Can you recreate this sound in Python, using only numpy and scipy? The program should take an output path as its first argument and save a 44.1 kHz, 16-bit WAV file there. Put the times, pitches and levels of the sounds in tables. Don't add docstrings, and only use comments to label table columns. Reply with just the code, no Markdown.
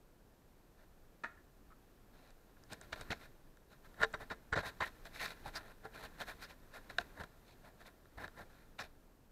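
import sys
import numpy as np
from scipy import signal
from scipy.fft import rfft, irfft, next_fast_len
from scipy.io import wavfile

SR = 44100
rng = np.random.default_rng(int(sys.argv[2]) if len(sys.argv) > 2 else 0)


def file_out(sig):
    cols = np.atleast_2d(sig).T
    lim = np.clip(cols, -1, 1)
    pcm = np.round(lim * 32767).astype(np.int16)
    wavfile.write(sys.argv[1], SR, pcm)


N = 410913
TIME = np.arange(N) / SR

# (frequency [Hz], width [Hz], relative level [dB])
HOLLOW_MODES = [(433.4, 41, 0.5), (627, 134, 4.5), (882, 280, -0.5)]
# (frequency [Hz], width [Hz], relative level [dB])
CLATTER_MODES = [(1031, 58, 0), (1376, 111, 2.5), (1605, 178, 2), (1780, 127, 2.5), (2060, 200, -6.5)]
# (frequency [Hz], width [Hz], relative level [dB])
OVERTONE_MODES = [(3000, 490, -11), (3807, 88, -0.5), (4540, 190, -12), (5300, 150, -31), (5810, 40, -14),
                  (7970, 1000, -21.5)]


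def from_db(db):
    return 10 ** (np.asarray(db) / 20)


def rms_one(x):
    return x / np.sqrt(np.mean(x ** 2) + 1e-20)


def coloured(x, spectrum):
    size = next_fast_len(N)
    hz, db = np.transpose(spectrum)
    bins_hz = np.fft.rfftfreq(size, 1 / SR)
    gain = from_db(np.interp(np.log(bins_hz + 1), np.log(hz), db))
    return irfft(rfft(x, size) * rms_one(gain), size)[:N]


def passed(x, hz, kind, order=2):
    edges = np.clip(hz, 10, SR * .45)
    sections = signal.butter(order, edges, kind, fs=SR, output="sos")
    return signal.sosfilt(sections, x + 1e-18)


def resonate(x, modes, edges_hz):
    out = 0
    for k, (hz, width, db) in enumerate(modes):
        r = np.exp(-np.pi * width / SR)
        poles = [1, -2 * r * np.cos(2 * np.pi * hz / SR), r * r]
        mode = signal.lfilter([1 - r, 0, r - 1], poles, x + 1e-18)
        out = out + (-1) ** k * from_db(db) * mode
    return passed(out, edges_hz, "band")


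def rubbed(x, modes, edges_hz):
    response = resonate(signal.unit_impulse(SR // 10), modes, edges_hz)
    return resonate(x, modes, edges_hz) / np.linalg.norm(response)


def struck(x, modes, edges_hz):
    response = resonate(signal.unit_impulse(SR // 10), modes, edges_hz)
    return resonate(x, modes, edges_hz) / np.abs(response).max()


def damped_sine(x, hz, r):
    w = 2 * np.pi * hz / SR
    return signal.lfilter([0, np.sin(w)], [1, -2 * r * np.cos(w), r * r], x + 1e-18)


def impulses(times, db):
    out = np.zeros(N)
    out[np.round(times * SR).astype(int)] = from_db(db)
    return out


def hold(start, length, swell, fade):
    near = slice(max(int((start - .2) * SR), 0), int((start + length + .3) * SR))
    early = np.maximum(start - TIME[near], 0)
    late = np.maximum(TIME[near] - start - length, 0)
    return near, np.exp(-early / swell - late / fade)


def scuffs(thud_db=-2.5, hollow_db=-7.0, clatter_db=-5.0, grit_db=-5.5, chip_db=-8.0,
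           overtone_db=-6.5, dust_db=-1.0, creep_db=-0.9, creep_grit_db=-8):
    judder_db, judder_hz = 2, 151
    # (frequency [Hz], width [Hz], relative level [dB])
    grit_modes = [(2397, 250, 2.5), (3324, 146, -2), (3710, 620, 2), (4260, 1050, -2), (5300, 115, -3.5),
                  (6260, 660, -14), (7400, 680, -16)]
    # (frequency [Hz], relative level [dB])
    thud_spectrum = [(20, -22), (50, 2), (80, 3.5), (160, -3.5), (300, -5.5), (450, -9), (900, -17),
                     (3000, -70)]
    # (frequency [Hz], relative level [dB])
    dust_spectrum = [(1500, -13), (4000, 6), (6000, 0.5), (8500, 3.5), (11000, 4), (13200, 4), (15500, -4)]

    thud, hollow, clatter, grit, ring, dust = pressure()
    creep = from_db(creep_level() + creep_db)
    lurch = rms_one(passed(rng.standard_normal(N), judder_hz, "low"))
    judder = rms_one(from_db(judder_db * np.clip(lurch, -2, 2)))
    coarse, fine = judder * slips(), judder * slips()
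    loose = np.hypot(grit, creep * from_db(creep_grit_db))
    rolling = np.hypot(clatter, creep)

    out = from_db(thud_db) * coloured(thud * fine, thud_spectrum)
    out += from_db(hollow_db) * rubbed(hollow * judder * slips(), HOLLOW_MODES, edges_hz=(330, 1100))
    out += from_db(clatter_db) * rubbed(rolling * coarse, CLATTER_MODES, edges_hz=(850, 2400))
    out += from_db(grit_db) * rubbed(loose * fine, grit_modes, edges_hz=(2100, 9000))
    out += from_db(chip_db) * loose * chips()
    out += from_db(overtone_db) * rubbed(ring * coarse, OVERTONE_MODES, edges_hz=(2800, 9000))
    spray = coloured(dust * judder * rng.standard_normal(N), dust_spectrum)
    return out + from_db(dust_db) * spray


def pressure():
    # (start [s], length [s], clatter level [dB],
    # thud relative to clatter [dB], grit relative to clatter [dB])
    treads = [(2.814, .032, -60, -10, -3), (2.926, 0.01, -42, -4.5, -5.5), (3.008, 0.012, -51, -1.5, -1.5),
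              (3.106, 0.023, -37.5, -4.5, -3.5), (4.028, 0.012, -26.5, -24, -12.5),
              (4.138, 0.0097, -33, -20, -20), (4.302, 0.026, -39.5, -10, -14),
              (4.527, 0.012, -28.5, -13, -31), (4.558, 0.025, -32, -4.5, -14), (4.586, 0.023, -41, -5, -8),
              (4.806, .024, -35, -10, -12.5), (5.051, 0.022, -55.5, -8, 0), (6.897, 0.014, -48, -7, -7),
              (6.995, 0.019, -47, -1, -5.5), (7.198, 0.02, -47.5, -1, -10), (7.236, 0.0049, -50, -5, -8),
              (8.176, 0.0068, -47.5, -4, -14), (8.233, 0.024, -46.5, -5.5, -13),
              (8.790, 0.0041, -35, -18, -7.5), (8.800, 0.018, -44, -11.5, -3.5)]
    # (start [s], length [s], clatter level [dB],
    # thud relative to clatter [dB], grit relative to clatter [dB])
    slides = [(.79, 0.044, -67, -5, -8.5), (2.14, .17, -69.5, -8, -2), (2.724, 0.0024, -48, 1, -0.5),
              (2.96, 0.049, -54.5, -5, -6.5), (3.21, 0.045, -57.5, -10, -3), (3.716, .016, -60, -14, -5.5),
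              (3.853, 0.0055, -56.5, -34, -10), (4.015, 0.0028, -32, -11, -21),
              (4.211, 0.016, -46.5, -7, -12), (4.634, .014, -43, -15, -19), (4.659, 0.029, -43, -9.5, -5),
              (4.83, 0.045, -49, -8, -3.5), (5.15, 0.029, -53.5, -9, 1.5), (5.207, 0.053, -42.5, -16, -1),
              (5.28, 0.038, -50.5, -8, -1), (5.46, .026, -48.5, -2.5, -6), (5.557, 0.019, -40.5, -14, -5.5),
              (5.6, 0.12, -57.5, -8, -9), (5.85, 0.0091, -47.5, -9, -15.5), (5.945, 0.07, -53, -6, -6.5),
              (6.036, 0.019, -46, -10, -6), (6.207, .012, -40, -14, -7), (6.28, 0.031, -45, -18, -6),
              (6.423, .02, -47, -26, -4), (6.495, 0.018, -55, -11, -2.5), (6.744, 0.028, -48.5, -19, -7.5),
              (7.173, .045, -52.5, -4, -14), (7.47, 0.061, -73.5, 0, 6.5), (7.645, .04, -57.5, -4.5, -10.5),
              (7.803, 0.021, -59.5, -14, -5.5), (7.865, .012, -54.5, -13, -4),
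              (8.202, 0.024, -48.5, -7, -12.5), (8.376, 0.043, -51.5, -3, -11.5), (8.5, 0.13, -67, -36, -6),
              (8.828, 0.024, -56.5, -5, -2.5)]
    power = strokes(treads, swell_s=0.0024, fade_s=0.0068, dust_db=-15, dust_loss=0.8)
    power += strokes(slides, swell_s=0.012, fade_s=0.013, dust_db=-14.5, dust_loss=0.17)
    return np.sqrt(power)


def strokes(rows, swell_s, fade_s, dust_db, dust_loss):
    usual_db, usual_thud_db, usual_grit_db, usual_ring_db = -51, -5.5, -5.5, -18.5
    hollow_per_thud, hollow_loss_per_force, ring_per_force, dust_per_grit = 0.3, 0.14, 0.19, 0.65
    grip_per_force = 0.1
    settle_db, settle_fade_s, settle_loss = -10, 0.026, 0.54

    power = np.zeros((6, N))
    for start, length, db, thud, grit in rows:
        force = db - usual_db
        firm = max(force, 0)
        hollow = hollow_per_thud * (thud - usual_thud_db) - hollow_loss_per_force * force
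        ring = usual_ring_db + ring_per_force * force
        dust = dust_db + dust_per_grit * (grit - usual_grit_db) - dust_loss * firm
        grip = from_db(-grip_per_force * firm)
        near, rubbing = hold(start, length, swell_s, fade_s * grip)
        _, loosened = hold(start, length, swell_s, settle_fade_s)
        settling = from_db(settle_db - settle_loss * firm) * loosened
        levels = from_db(db + np.array([thud, hollow, 0, grit, ring, dust]))
        power[:, near] += np.outer(levels, np.maximum(rubbing, settling)) ** 2
    return power


def creep_level():
    # (time [s], level [dB])
    creep_curve = [(0.0, -79), (2.57, -74.5), (3.09, -59.5), (3.35, -74), (3.68, -78), (4.07, -63),
                   (4.54, -73), (4.72, -63.5), (4.88, -65), (5.42, -60.5), (5.73, -71.5), (6.33, -60.5),
                   (6.56, -70.5), (7.03, -61.5), (7.26, -70), (8.1, -74.5), (8.33, -69.5), (9.32, -81.5)]
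    s, db = np.transpose(creep_curve)
    return np.interp(TIME, s, db)


def slips():
    slips_per_s, spread_db = 3800, 3
    born = rng.random(N) < slips_per_s / SR
    sizes = from_db(spread_db * np.minimum(rng.exponential(1, N), 4))
    return rms_one(born * sizes * rng.choice([-1, 1], N))


def chips(per_s=900, lowest_hz=1900, highest_hz=7500, width_share=0.073, spread_db=6.0, count=24):
    born = rng.random(N) < per_s / SR
    sizes = from_db(spread_db * np.minimum(rng.exponential(1, N), 3))
    ticks = born * sizes * rng.choice([-1, 1], N)
    dealt = rng.integers(0, count, N)
    out = 0
    for k, hz in enumerate(np.geomspace(lowest_hz, highest_hz, count)):
        r = np.exp(-np.pi * width_share * hz / SR)
        out = out + lowest_hz / hz * damped_sine(ticks * (dealt == k), hz, r)
    return rms_one(out)


def pitched_bursts(swell_s=0.00022, fade_s=0.00092, width_share=0.086):
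    # (start [s], length [s], frequency [Hz], level [dB])
    bursts = [(1.704, 0.026, 1300, -65), (2.567, 0.0052, 1520, -67), (2.929, 0.0025, 2280, -39),
              (2.930, .0015, 4300, -45), (4.015, 0.029, 1410, -38), (4.527, 0.0049, 3700, -51),
              (4.555, 0.043, 3830, -55), (4.564, 0.013, 584, -37), (4.804, 0.023, 1050, -39),
              (4.809, 0.038, 1840, -42), (5.193, 0.074, 1850, -49), (5.457, .035, 830, -50.5),
              (5.553, .024, 4850, -48.5), (6.425, 0.026, 4800, -57.5), (6.984, 0.005, 704, -36),
              (6.984, .002, 1544, -28.5), (6.9849, 0.0011, 3850, -32.5), (8.182, 0.082, 1760, -58),
              (8.789, .007, 2360, -47), (8.790, 0.034, 5300, -60)]
    out, drive = np.zeros(N), slips()
    for start, length, hz, db in bursts:
        near, strength = hold(start, length, swell_s, fade_s)
        mode = [(hz, width_share * hz, 0)]
        ringing = rubbed(strength * drive[near], mode, edges_hz=(hz / 2, 1.92 * hz))
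        out[near] += from_db(db) * ringing
    return out


def clicks(crack_s=0.001, crack_hz=(4500, 8500), hollow_db=-9, overtone_db=-8):
    # (time [s], body level [dB], crack level before filtering [dB])
    snaps = [(2.305, -61, -50), (2.637, -58, -47), (2.732, -40, -30.5), (2.813, -46.5, -42.5),
             (2.928, -31, -56), (3.011, -38.5, -35.5), (3.571, -55, -60), (3.942, -54, -57),
             (4.0324, -18, -33), (4.046, -26.5, -54), (4.129, -68, -47), (4.534, -27.5, -60),
             (4.5634, -36, -46), (4.576, -31, -50), (4.807, -28.5, -62), (5.054, -43, -50),
             (5.260, -43, -56), (6.9836, -27.5, -47), (7.236, -40.5, -54), (8.055, -55.5, -71),
             (8.242, -40.5, -55), (8.279, -42, -53)]
    s, body_db, crack_db = np.transpose(snaps)
    blows = impulses(s, body_db)
    body = struck(blows, CLATTER_MODES, edges_hz=(900, 2000))
    body += from_db(hollow_db) * struck(blows, HOLLOW_MODES, edges_hz=(350, 1000))
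    ring = from_db(overtone_db) * struck(blows, OVERTONE_MODES, edges_hz=(2500, 8000))
    decay = np.exp(-1 / (crack_s * SR))
    burst = signal.lfilter([1], [1, -decay], impulses(s, crack_db) + 1e-18)
    crack = passed(burst * rng.standard_normal(N), crack_hz, "band", order=3)
    return body + ring + crack


def slab():
    # (time [s], level [dB])
    slab_tips = [(4.034, -31.5), (4.145, -46.5), (4.308, -41), (4.577, -40.5), (5.852, -42)]
    # (frequency [Hz], relative level [dB], time to decay by 60 dB [s])
    slab_modes = [(443.5, -5, 0.15), (794, -8, 0.11)]
    tips, out = impulses(*np.transpose(slab_tips)), 0
    for hz, db, t60 in slab_modes:
        r = np.exp(-np.log(1000) / (t60 * SR))
        out = out + from_db(db) * damped_sine(tips, hz, r)
    return out


def far_knocks(swell_s=0.00035, fade_s=0.00099):
    # (start [s], length [s], level [dB])
    knocks = [(1.236, 0.0033, -45), (1.2381, 0.0071, -39.5), (1.25, 0.011, -58.5), (1.368, 0.011, -66)]
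    # (frequency [Hz], width [Hz], relative level [dB])
    far_modes = [(322, 210, -5.5), (690, 170, -3), (950, 160, -1.5), (1360, 200, 1.5), (1796, 137, 3.5),
                 (2550, 340, -12), (3800, 510, -17.5), (7200, 3900, -32.5)]
    contact = np.zeros(N)
    for start, length, db in knocks:
        near, strength = hold(start, length, swell_s, fade_s)
        contact[near] += from_db(db) * strength
    return rubbed(contact * slips(), far_modes, edges_hz=(130, 7000))


def tunnel(x, early_s=0.011, early_db=12, t60_s=0.39, cut_hz=17000):
    t = TIME[:SR]
    tail = np.exp(-np.log(1000) * t / t60_s)
    early = from_db(early_db) * np.exp(-t / early_s)
    decay = tail + early
    arrived = t > .006
    echo = passed(rng.standard_normal(SR) * decay * arrived, cut_hz, "low", order=1)
    return signal.fftconvolve(x, echo / np.linalg.norm(decay))[:N]


def background():
    usual_creep_db, rumble_db, hiss_db, rumble_follows, hiss_follows = -71, -64, -79.5, 0.35, 0.37
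    # (frequency [Hz], relative level [dB])
    background_spectrum = [(12, -29.5), (20, 5), (70, -11.5), (259, -14.5), (362, -16.5), (452, -17.5),
                           (565, -19.5), (985, -23.5), (1770, -29), (2210, -32), (2470, -31), (3000, -33),
                           (10800, -37.5), (12800, -32.5), (15500, -40)]
    stir = creep_level() - usual_creep_db
    noise = coloured(rng.standard_normal(N), background_spectrum)
    other_noise = coloured(rng.standard_normal(N), background_spectrum)
    low = passed(noise, 1010, "low") / np.std(passed(noise, (25, 300), "band", order=4))
    high = passed(other_noise, 1100, "high") / np.std(passed(noise, (9000, 15000), "band", order=4))
    rumble = from_db(rumble_db + rumble_follows * stir) * low
    hiss = from_db(hiss_db + hiss_follows * stir) * high
    return rumble + hiss


def scene():
    near_echo_db, far_echo_db = -29, -1.5
    near = scuffs() + pitched_bursts() + clicks() + slab()
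    far = far_knocks()
    echo = tunnel(from_db(near_echo_db) * near + from_db(far_echo_db) * far)
    return (near + far + echo + background())[None]


def record(dry):
    sections = signal.ellip(10, .2, 80, 15550, fs=SR, output="sos")
    return signal.sosfilt(sections, dry)


dry = scene()
out = record(dry)
file_out(out)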